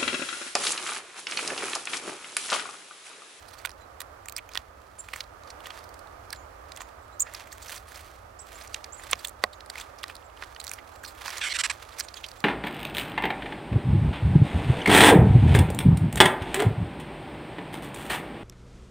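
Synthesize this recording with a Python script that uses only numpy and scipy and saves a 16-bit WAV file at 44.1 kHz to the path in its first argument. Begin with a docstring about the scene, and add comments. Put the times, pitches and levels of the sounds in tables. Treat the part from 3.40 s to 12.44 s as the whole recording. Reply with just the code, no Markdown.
"""A wooden seed feeder in a winter forest, heard from close by, where a nuthatch and tits land, hop and peck.
Claws and beaks excite the modes of the boards and crack husks; loose seed rustles in tiny collisions.
Wings puff past, and one rasps along the wood by stick-slip friction as a bird flees.
A sharp two-voiced call sounds at the feeder, and thin whistles echo among the trunks
over a far hiss and a low rumble."""
import sys
import numpy as np
from scipy import signal
from scipy.fft import rfft, irfft
from scipy.io import wavfile
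from scipy.ndimage import uniform_filter1d

SR = 44100
rng = np.random.default_rng(int(sys.argv[2]) if len(sys.argv) > 2 else 0)


def generate_wav(sig):
    """Save sig (samples, or channels by samples) to the path in sys.argv[1] as 16-bit PCM at SR."""
    pcm = np.round(np.clip(np.atleast_2d(sig).T, -1, 1) * 32767).astype(np.int16)
    wavfile.write(sys.argv[1], SR, pcm)


N = 398663

# Levels in the tables are relative; pan_db is left minus right.
# Contacts of beak, claw or seed: peak_s, knock_db, scrape_db, scrape_hz, husk_db, decay_ms
CONTACTS = [(0.217, -56, -50, 4000, -46, 2.5), (0.2502, -56, -18.5, 2200, -26, 0.8),
            (0.2509, -40, -17.5, 1400, -27, 1.4), (0.257, -39, -22, 3320, -21.5, 2.2),
            (0.273, -29, -39, 1650, -43, 2.1), (0.294, -33, -33, 5200, -38, 2.3),
            (.306, -56, -38, 4000, -45, 1.2), (.316, -56, -37, 5770, -55, 0.99),
            (0.605, -30, -26, 3300, -23.5, 2.8), (0.6169, -29, -33.5, 4300, -29, 3.4),
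            (0.8584, -34, -58, 2000, -33.5, 1.9), (0.8855, -54, -26.5, 2280, -23, 0.82),
            (0.8966, -56, -31.5, 3760, -27, .9), (0.9235, -40, -35, 4500, -30, 1),
            (0.9652, -51, -20, 4850, -18, 2), (0.9737, -58, -24, 4900, -46, 1.1),
            (0.981, -53, -30, 2580, -30, 3.3), (0.9865, -56, -31, 2460, -45, 5.3),
            (1.091, -56, -37, 2410, -38, 0.89), (1.119, -56, -39, 4200, -46, 1.2),
            (1.136, -56, -33, 5100, -44, 0.85), (1.149, -58, -25.5, 4830, -34, .9),
            (1.1545, -22.5, -21, 3050, -28, 0.72), (1.164, -27, -52, 1680, -39, 3.2),
            (1.1746, -23.5, -14.5, 3530, -26.5, 1.34), (1.687, -32, -34.5, 2560, -39, 2.4),
            (1.7357, -21.5, -26, 2330, -29.5, 3.9), (1.761, -26.5, -38, 1940, -30.5, 3.7),
            (1.8062, -34, -18.5, 3840, -37, 3.4), (1.84, -56, -40, 4000, -56, 2.4),
            (2.036, -54, -40.5, 4530, -66, 1.7), (2.075, -56, -41, 4560, -55, 4.6),
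            (2.104, -51, -29, 4600, -65, 3.9), (2.205, -51, -40, 2860, -48, 2.3),
            (2.2583, -56, -28, 3000, -48, 2.3), (2.2691, -28.5, -36, 2800, -35, 2.8),
            (2.305, -27, -30.5, 2980, -60, 4.5), (2.673, -59, -42.5, 3680, -51, 1.9),
            (2.9048, -56, -27.5, 5000, -35, 1.5), (2.9287, -40, -21, 4270, -24.5, 2),
            (2.932, -49, -27, 1670, -52, 3.2), (2.961, -56, -39, 4000, -52, 3),
            (3.32, -39, -29.5, 4400, -62, 1.2), (3.363, -56, -55, 6100, -33, 0.84),
            (3.373, -46, -32.5, 2770, -35, 2.9), (3.407, -27, -33.5, 3160, -43, 7.6),
            (3.418, -28.5, -45, 2370, -33.5, 5.4), (3.87, -32.5, -41.5, 1700, -63, 33),
            (3.938, -52, -35, 1880, -29, 1.2), (3.949, -51, -24, 4430, -31.5, 1.7),
            (4.0726, -56, -40, 2010, -44, 5.3), (4.1202, -54, -35, 4320, -41, 4.6),
            (4.1273, -50, -35.5, 1750, -32, 5.5), (4.152, -56, -44, 1700, -48, 3.2),
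            (4.226, -59, -36, 4600, -36, 13), (4.283, -56, -32, 5130, -56, 3.4),
            (4.32, -38, -30, 4900, -31, 2.9), (4.363, -54, -33.5, 6300, -40, 6.3),
            (4.379, -57, -35, 4500, -44, 3.2), (4.486, -54, -47, 4500, -45, 26),
            (4.52, -45, -40, 1700, -40, 2.8), (4.5586, -56, -32, 4900, -47, 1.5),
            (4.574, -52, -45, 1800, -41, 2.4), (4.61, -56, -43, 4500, -41, 3.8),
            (5.214, -58, -41, 4000, -46, 5.5), (5.238, -56, -44, 4000, -40, 3),
            (5.2753, -51, -36.5, 5670, -43, 2.5), (5.222, -56, -37.5, 5000, -47, 3),
            (5.332, -56, -43, 4500, -42, 3), (5.3442, -59, -19.5, 5350, -50, 1.4),
            (5.3452, -52, -18, 3230, -56, 1.5), (5.4435, -55, -25, 4400, -40, 2.1),
            (5.597, -34, -47, 2090, -45, 18), (5.637, -31, -40, 3580, -38, 7),
            (5.6737, -52, -44, 2100, -41, 3.2), (5.7124, -62, -29, 5100, -19, 1.9),
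            (5.7155, -56, -27, 4500, -24, 2.1), (5.727, -46, -24, 2750, -38, 3.7),
            (5.7317, -10, -6.5, 2530, -47, 1), (5.756, -56, -34, 5100, -48, 1.5),
            (5.793, -56, -36.5, 4330, -39, 8), (5.8484, -39, -16.5, 3500, -19.5, 4),
            (5.8726, -56, -29, 4500, -23.5, 0.92), (5.8834, -56, -37, 3820, -24.5, 1.8),
            (5.894, -56, -39, 5560, -33, 1.4), (6.039, -3, -12, 3960, -19.5, 0.65),
            (6.133, -58, -38, 3800, -46, 6.2), (6.207, -59, -32.5, 3700, -46, 2.2),
            (6.2612, -50, -38, 4300, -36, 1), (6.3003, -36, -20.5, 4400, -25.5, 2.2),
            (6.3564, -32, -27, 2170, -42, 3.8), (6.381, -38, -28, 2230, -37, 3.1),
            (6.4, -38, -29.5, 4950, -38, 2.5), (6.412, -58, -30, 3450, -31.5, 6),
            (6.587, -53, -35.5, 4900, -46, 7.1), (6.633, -52, -25.5, 2900, -31, 3.6),
            (6.64, -21.5, -21, 3700, -38, 0.79), (6.6813, -56, -34, 4100, -38, 1.9),
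            (6.699, -26.5, -37, 2520, -43, 12), (6.7534, -56, -34, 4020, -37, 3.2),
            (6.766, -56, -36.5, 4300, -46, 1.1), (6.825, -59, -46, 2900, -62, 1.5),
            (6.9, -56, -42, 2850, -58, 1.7), (6.974, -56, -40, 2680, -56, 2.3),
            (7.024, -22, -29, 1620, -67, 4.3), (7.0364, -30, -30.5, 3700, -58, 2.2),
            (7.1485, -58, -36, 4270, -52, 1.1), (7.1632, -34, -33.5, 2770, -51, 2.3),
            (7.201, -54, -26.5, 4200, -30, 3.7), (7.214, -56, -33, 3830, -42, 1.7),
            (7.2415, -56, -31, 4170, -28.5, 1), (7.247, -56, -35, 5900, -34, 1.1),
            (7.2683, -56, -26, 4300, -27.5, .9), (7.2788, -56, -25, 4450, -33, 0.83),
            (7.2943, -54, -25, 5950, -41, 0.88), (7.3152, -58, -24, 2260, -20.5, 0.97),
            (7.336, -33, -25.5, 5750, -24.5, 3.2), (7.387, -56, -35, 2100, -64, 6.7),
            (7.6375, -51, -31.5, 1560, -35, 8.5), (7.6493, -53, -28.5, 4260, -38, 5.3),
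            (7.662, -56, -29.5, 4500, -36, .9), (7.68, -56, -35.5, 4420, -31.5, 14),
            (7.8116, -33, -38, 2000, -41, 2.9), (7.8723, -51, -28, 4500, -36, 4.7),
            (7.8809, -20.5, -27, 5000, -49, 4.1), (7.904, -35, -24, 5250, -40, 1.3),
            (7.973, -47, -27, 5130, -30, 4.8), (7.982, -32, -25, 4340, -24.5, 2.5),
            (8.336, -56, -44, 5000, -43, 2.1), (8.415, -58, -57, 5930, -57, 2.7),
            (8.452, -58, -52, 3500, -57, 4), (8.488, -54, -47.5, 4600, -57, 9),
            (8.524, -56, -41, 3500, -50, 4.4), (8.587, -32, -28.5, 4860, -30, 4.4),
            (8.595, -54, -29, 1800, -25, 3.5), (8.6001, -50, -14.5, 5440, -20, 0.6),
            (8.6069, -35, -18.5, 4500, -34, 2.3), (8.686, -63, -27.5, 4280, -47, 3.9),
            (8.7422, -65, -26, 4200, -50, 2.6), (8.7712, -63, -33.5, 3230, -40, 13.5),
            (8.843, -40, -23.5, 2920, -67, 8.1), (8.864, -56, -33, 4530, -37, 3.2),
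            (8.8872, -60, -31.5, 5000, -39, 2.9), (8.916, -57, -29, 4500, -37, 1),
            (9.004, -58, -35, 4370, -37, 2.2)]
# Modes of the feeder's boards: frequency_hz, level_db, t60_s
BOARD_MODES = [(200, -30, .13), (400, -24, .05), (520, -11, .03), (610, -16, .035), (720, -16, .05),
               (830, -19, .04), (1090, -2, .022), (1210, -5, .025), (1500, -4, .012), (1870, -1, .016),
               (2460, -7, .013), (4250, -11, .01), (4870, -14, .01)]
# Wing beats of a bird flying close by: start_s, beat_count, level_db, decay_ms
FLYBYS = [(.086, 3, -40, 9), (2.3905, 5, -39, 3)]
# Wing strokes along the wood: start_s, end_s, first_db, last_db, brightness_db, tension_ratio
WING_STROKES = [(7.888, 7.97, -46, -39, -3, 0.86), (8.011, 8.053, -21.5, -26, -6, 1.01),
                (8.034, 8.086, -24, -24.5, 1, 0.92), (8.091, 8.128, -29, -22, -2, 1.27),
                (8.136, 8.169, -27.5, -19, 1, 1.08), (8.186, 8.215, -20.5, -20.5, 6, 0.88),
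                (8.235, 8.265, -19.5, -23.5, 5, 0.74), (8.296, 8.316, -21, -24, 4, 0.67)]
# Resonances of a feather: centre_hz, width_hz, level_db
FEATHER_BANDS = [(1740, 300, 2), (2420, 480, 3), (3250, 370, 0.5), (4230, 800, -6.5), (5200, 770, -10.5),
                 (7300, 930, -7.5), (10500, 630, -17)]
# A bird shuffling through loose seed: peak_s, level_db, brightness_db, swell_s, settle_s
SEED_SHUFFLES = [(.2, -60, -14, 0.98, 0.28), (1.16, -54, -17, 0.089, 0.1), (1.78, -57, -5.5, 0.43, 0.1),
                 (2.09, -58.5, -19, 0.06, 0.057), (2.261, -46, -24, 0.034, 0.03),
                 (2.34, -53.5, -30, 0.1, 0.14), (2.95, -57, -19, 0.11, 0.046),
                 (3.41, -59.5, -14, 0.21, 0.15), (3.95, -51.5, -26, 0.079, 0.22),
                 (4.342, -48, 2, 0.22, 0.097), (4.56, -53, -3, 0.15, 0.29), (5.14, -54, -4, 0.14, 0.42),
                 (5.36, -53, -16, 0.055, 0.049), (5.72, -51, -12, 0.24, 0.059),
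                 (5.86, -52.5, -1, 0.19, 0.072), (6.04, -50.5, -23, 0.04, 0.025),
                 (6.375, -48, -14, 0.068, 0.13), (6.69, -59.5, -20, 0.26, 0.16),
                 (7.03, -54.5, -27, 0.11, 0.13), (7.33, -58, 5, 0.2, 0.086), (7.52, -60, -3, 0.11, 0.12),
                 (7.68, -65.5, 8, .05, 0.32), (7.88, -45.5, -25, 0.16, 0.9), (8.01, -52.5, -28, 0.075, 1),
                 (8.6, -48.5, -23, 0.03, 0.074), (8.86, -61.5, 1, 0.11, 0.17), (8.98, -59, -9, 0.21, 0.066)]
# The two sides of the voice box in the sharp call: time_s, pitch_hz, level_db, octave_db
UPPER_SYRINX = [(3.794, 5820, -50, 0), (3.8, 6880, -21, -11), (3.803, 7550, -26, -7),
                (3.808, 8020, -28, -16), (3.816, 8350, -28, -29), (3.822, 8480, -27, -27),
                (3.829, 8100, -38, -30)]
LOWER_SYRINX = [(3.796, 4760, -41, -3), (3.803, 6130, -45, 3), (3.805, 7020, -12.5, -20),
                (3.81, 7260, -26, -16), (3.815, 7600, -39, -8), (3.819, 7330, -27, -22),
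                (3.822, 7070, -16.5, -34), (3.831, 6670, -33, -24), (3.835, 6440, -45, -30)]
# Arched notes from the trees: start_s, length_s, first_hz, middle_hz, last_hz, level_db, pan_db
TREE_NOTES = [(0.399, 0.05, 4080, 3990, 4030, -64, -14), (0.406, 0.016, 6600, 7130, 7300, -63, -8),
              (1.588, 0.022, 6800, 7500, 6900, -40, -7), (1.584, 0.024, 8660, 9500, 8960, -45.5, -6),
              (2.956, 0.047, 7350, 7070, 6400, -58, -15), (2.997, 0.054, 7150, 7050, 7050, -62, -14),
              (3.403, 0.013, 6300, 6970, 7100, -44, -6), (3.616, 0.033, 7600, 7780, 7500, -67, -8),
              (3.725, 0.049, 7200, 7500, 7600, -68, -10), (3.72, 0.039, 3800, 4060, 4030, -63, -15),
              (4.988, 0.034, 6800, 8020, 7200, -44.5, -12), (4.989, 0.015, 4900, 5760, 6450, -51, -10),
              (5.14, 0.031, 5900, 7130, 7240, -53, -8), (5.141, 0.019, 8560, 8850, 8950, -59, -2),
              (5.522, 0.031, 6350, 7600, 7500, -42.5, -20), (5.573, 0.033, 8900, 9160, 9000, -57.5, -3.5),
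              (5.581, 0.02, 6660, 7120, 7000, -47.5, -9), (6.127, .035, 7400, 6900, 6350, -60, -5),
              (6.834, 0.038, 7600, 7580, 7000, -61, -7), (7.53, 0.071, 6900, 7700, 7100, -65, -3),
              (8.622, 0.029, 6200, 8200, 8700, -50, -11), (8.641, 0.021, 6240, 6840, 6500, -52, -16),
              (8.753, 0.032, 7200, 6650, 6300, -50, -16), (8.979, 0.035, 7600, 7200, 6440, -62, -10)]
# Where the busiest bird is: time_s, pan_db
BIRD_POSITION = [(0, -11), (1.2, -8), (1.8, -6), (3, -7.5), (4.3, -6), (5.75, -8), (6.4, -5), (7.3, -8.5),
                 (8, -6), (8.75, -8), (9.04, -9)]
# Spectra of the far hiss and of the rumble: frequency_hz, density_db
HISS_SPECTRUM = [(88, -55), (150, -53), (249, -6.5), (431, -5.5), (601, -1), (1100, -4.5), (1210, 0.5),
                 (1360, -5), (1560, -8), (2700, -20), (3770, -25), (4080, -25), (4320, -24), (14500, -37.5),
                 (16000, -39)]
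RUMBLE_SPECTRUM = [(8.8, -44), (15, -27), (45, -1.5), (65, 2), (93, -1.5), (155, -19.5), (220, -18),
                   (290, -34), (480, -120)]
# Stereo balance of the hiss: frequency_hz, pan_db
HISS_BALANCE = [(200, 0.5), (400, -8.5), (1300, -9), (4400, -6.5), (15000, -17.5)]

BEAT_S, BEAT_FADE_DB, BEAT_HZ = .0505, .5, 4600  # wing beats: period, loss per beat, centre of the puff
RING_DB, RING_Q = -5, 10  # a claw or husk rings briefly at its own pitch
SHUFFLE_SPAN_DB = 20  # level change over one swell_s or settle_s
STILL_DB, STILL_BRIGHT_DB = -76, -6  # seed at rest
HISS_DB, RUMBLE_DB, TOP_HZ = -48.5, -55, 16000


def contact(board_db, scrape_db, scrape_hz, husk_db, decay_ms, lead_s):
    """Impact excitation: a flurry of micro-impacts drives damped board modes, a scrape and a crack."""
    t = np.arange(4096) / SR
    late = t - lead_s
    noise = rng.standard_normal((2, len(t)))
    colour = rng.standard_normal((2, len(BOARD_MODES) + 2, 1))
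    burst = undb(np.where(late < 0, 22000, -9500) * late / max(decay_ms, 1))
    faint_halo = undb(-29 - 1500 * np.abs(late))  # a faint smear of noise just before and after each tap
    hits = noise[0] * undb(3 * np.abs(noise[1])) * (burst + faint_halo)

    hz, db, t60 = np.transpose(BOARD_MODES)[:, :, None]
    light_db = min(board_db + 12, 0) * np.clip(2.4 - hz / 600, 0, 1)  # only hard blows move it all
    # the place of the blow sets each mode's share and bends its pitch a little
    mode_db = db + light_db + 1.8 * colour[0, 2:]
    mode_hz = hz * (1 + .02 * colour[1, 2:])
    modes = undb(mode_db - 60 * t / t60) * np.cos(2 * np.pi * mode_hz * t)
    blow = peak(hits * (burst + faint_halo), -16)
    blow += np.exp(-(late / .00007) ** 2) / 5  # one firm push amid the flurry
    knock = band(signal.fftconvolve(blow, modes.sum(axis=0))[:len(t)], 1100, 5000)

    loose = min(scrape_hz / 3500, 1)  # deep contacts are hollow and ring narrow
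    scrape = steep_band(hits, scrape_hz, .65 * loose * scrape_hz)
    scrape += undb(-5) * loose ** 2 * steep_band(hits, 2400, 2600)
    scrape += undb(RING_DB) * band(hits, scrape_hz, scrape_hz / RING_Q)
    husk = steep_band(hits, 8000 * undb(.9 * colour[0, 0, 0]), 4000)
    husk += undb(-10 + 2.5 * colour[0, 1, 0]) * steep_band(hits, 12500, 7000)
    return peak(knock, board_db) + peak(scrape, scrape_db) + peak(husk, husk_db)


def taps_and_wing_beats():
    """Superposition of transients: irregular contacts, and soft wing puffs at an even rate."""
    out, lead_s = np.zeros((1, N)), .02
    beats = [(s + k * BEAT_S, -56, db - k * BEAT_FADE_DB, BEAT_HZ, db - 2, decay_ms)
             for s, count, db, decay_ms in FLYBYS for k in range(count)]
    for peak_s, *settings in CONTACTS + beats:
        add(out, contact(*settings, lead_s)[None], peak_s - lead_s)
    return out


def wing_rasp():
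    """Stick-slip friction: barbs snap over the wood edge and excite the feather's resonances."""
    out, slip_hz = np.zeros((1, N)), 1900
    for start, end, first_db, last_db, bright_db, tension in WING_STROKES:
        n = int((end - start) * SR)
        spacing, strength, air = rng.standard_normal((3, 4000))
        slips = np.cumsum(SR / slip_hz * undb(2.5 * spacing[:200])).astype(int)
        slips = slips[slips < n]
        snaps = .05 * air
        snaps[slips] += undb(2.2 * strength[:len(slips)])  # one-sided pulses
        # after the stroke the air and loose seed settle
        envelope_db = [first_db - 9, first_db, last_db, last_db + 8, last_db - 16, -60]
        snaps *= undb(np.interp(np.arange(4000), [0, 110, n, n + 1, n + 220, 4000], envelope_db))
        rasp = sum(undb(db + bright_db * (hz > 3300))
                   * steep_band(snaps, hz * (tension if hz < 3300 else 1), 2.1 * width_hz)
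                   for hz, width_hz, db in FEATHER_BANDS)
        add(out, undb(17.5) * rasp[None], start)
    out = signal.lfilter(*signal.butter(1, 800, "high", fs=SR), out)
    return signal.lfilter(*signal.butter(5, 10500, fs=SR), out)  # a soft vane has no finer edge


def seed_stirring():
    """Incoherent addition: shuffles sum in power to set the gains of the big and the small grains."""
    t = np.arange(0, N / SR + .01, .001)
    big, small = undb(2 * STILL_DB), undb(2 * (STILL_DB + STILL_BRIGHT_DB))
    for s, db, bright_db, swell_s, settle_s in SEED_SHUFFLES:
        fall_db = SHUFFLE_SPAN_DB * np.where(t < s, (s - t) / swell_s, (t - s) / settle_s)
        power = undb(2 * (db - fall_db))
        big, small = big + power, small + power * undb(2 * bright_db)
    return curve(np.transpose([t, np.sqrt(big), np.sqrt(small)]))


def seed_rustle():
    """Shot noise: random seed clicks come in flurries; small grains tick high, big ones scuff the wood."""
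    big_gain, small_gain = seed_stirring()
    clicks = (rng.random((2, N)) < 3000 / SR) * rng.standard_normal((2, N))  # 3000 a second
    clicks *= undb(2.5 * np.minimum(rng.exponential(size=(2, N)), 5))  # uneven sizes
    big, small = unit_rms(clicks) * undb(3.6 * wander(120))
    scuff = band(big, 1410, 1620) + undb(-10) * (band(big, 1775, 170) - band(big, 2780, 210))
    scuff += undb(-6.5) * band(small, 3000, 2700)
    return undb(12.5) * big_gain * scuff + small_gain * steep_band(small, 6000, 16000)


def sharp_call():
    """Biphonation: the two sides of the syrinx whistle at once, roughened by rushing air."""
    out = np.zeros((1, N))
    for voice in (UPPER_SYRINX, LOWER_SYRINX):
        s, hz, db, octave_db = np.transpose(voice)
        t = np.arange(s[0], s[-1], 1 / SR)
        air = 1 + .052 * rng.standard_normal(SR // 10)[:len(t)]
        pitch_hz = uniform_filter1d(np.interp(t, s, hz), 90)
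        tone = whistle(pitch_hz, undb(np.interp(t, s, db)), np.interp(t, s, octave_db), roughness=.12)
        add(out, (tone * air)[None], s[0])
    return out


def far_notes():
    """Multipath scattering: the trunks smear near-sine whistles and send back a thin tail."""
    out = np.zeros((2, N))
    for s, length_s, first_hz, middle_hz, last_hz, db, pan_db in TREE_NOTES:
        progress = np.linspace(0, 1, int(length_s * SR))
        hz = np.polyval(np.polyfit([0, .5, 1], [first_hz, middle_hz, last_hz], deg=2), progress)
        gain = undb(db) * np.sin(np.pi * progress) ** .31
        add(out, pan(whistle(hz, gain, octave_db=-36, roughness=.15), pan_db), s)
    return out + undb(1.5) * echoes(out, .04, .001) + undb(-8) * echoes(out, .35, .02)


def whistle(hz, gain, octave_db, roughness):
    """Random modulation: a tone and its octave tremble rapidly in frequency and amplitude."""
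    tremble = 5 * uniform_filter1d(rng.standard_normal((2, SR // 10)), size=25)[:, :len(hz)]
    phase = 2 * np.pi * np.cumsum(hz * (1 + .05 * roughness * tremble[0])) / SR
    octave = undb(octave_db) * np.sin(2 * phase) * (hz < 8300)
    return gain * (1 + roughness * tremble[1]) * (np.sin(phase) + octave)


def echoes(x, t60_s, wait_s):
    """Diffuse reverberation: reflections decay exponentially, independently in each channel."""
    t = np.arange(int(t60_s * SR)) / SR
    tail = rng.standard_normal((2, SR))[:, :len(t)] * undb(-60 * t / t60_s) * (t > wait_s)
    return signal.fftconvolve(x, tail / np.sqrt(t60_s * SR / np.log(1e6)), axes=1)[:, :N]


def hiss_and_rumble():
    """Spatial coherence: the far hiss is independent in the two channels, the rumble nearly shared."""
    noise = rfft(rng.standard_normal((4, N)))
    tilt = np.sqrt(spectral_gain(HISS_BALANCE))
    hiss = irfft(noise[:2] * spectral_gain(HISS_SPECTRUM) * np.array([tilt, 1 / tilt]), N)
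    side = .13 * noise[3] * np.array([[1], [-1]])
    rumble = irfft((noise[2] + side) * spectral_gain(RUMBLE_SPECTRUM), N)
    hiss = undb(HISS_DB + 1.2 * wander(2.1)) * unit_rms(hiss)
    return hiss + undb(RUMBLE_DB + .8 * wander(1.5)) * unit_rms(rumble)


def undb(db):
    return 10 ** (np.asarray(db) / 20)


def unit_rms(x):
    return x / np.sqrt(np.mean(x ** 2))


def peak(x, db):
    return x * undb(db) / np.abs(x).max()


def add(out, x, start_s):
    i = int(start_s * SR)
    out[:, i:i + x.shape[1]] += x[:, :N - i]


def pan(x, db):
    """Level-difference panning: left exceeds right by db."""
    return x * undb(np.array([[.5], [-.5]]) * db) * 2 / (undb(db / 2) + undb(-db / 2))


def band(x, hz, width_hz):
    """Second-order resonance."""
    return signal.lfilter(*signal.iirpeak(min(hz, .45 * SR), hz / width_hz, fs=SR), x)


def steep_band(x, hz, width_hz):
    """Two like resonances in cascade."""
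    return band(band(x, hz, width_hz), hz, width_hz)


def curve(rows):
    """Linear interpolation of (time_s, value, ...) rows at every sample."""
    s, *columns = np.transpose(rows)
    return [np.interp(np.arange(N) / SR, s, c) for c in columns]


def spectral_gain(points):
    """Log-frequency interpolation of (frequency_hz, level_db) points to a gain for each bin."""
    hz, db = np.transpose(points)
    return undb(np.interp(np.log(np.arange(N // 2 + 1) * SR / N + 1), np.log(hz), db))


def wander(rate_hz):
    """Smoothed noise: random values joined by ramps of 1 / rate_hz seconds."""
    k = int(SR / rate_hz)
    return uniform_filter1d(np.repeat(rng.standard_normal(N // k + 1), k), k)[:N]


def scene():
    """Superposition: direct sound from the feeder, its reflections and the forest behind."""
    call, rasp = sharp_call(), wing_rasp()
    feeder = taps_and_wing_beats() + seed_rustle() + call
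    pan_db = curve(BIRD_POSITION)[0]
    direct = pan(feeder + rasp, pan_db)
    brightened = signal.lfilter([1, -.8], 1, pan(feeder + undb(-7) * rasp, pan_db))
    posts_and_roof = undb(-8) * echoes(brightened, t60_s=.012, wait_s=.0003)
    call_tail = undb(-29) * echoes(pan(call, -6), t60_s=.35, wait_s=.01)
    return direct + posts_and_roof + call_tail + far_notes() + hiss_and_rumble()


def record(dry):
    """Soft saturation rounds the loudest peaks; a steep low-pass cuts the top."""
    rounded = .8 * np.tanh(dry / .8)
    return signal.sosfilt(signal.ellip(10, .2, 70, TOP_HZ, fs=SR, output="sos"), rounded)


dry = scene()
out = record(dry)
generate_wav(out)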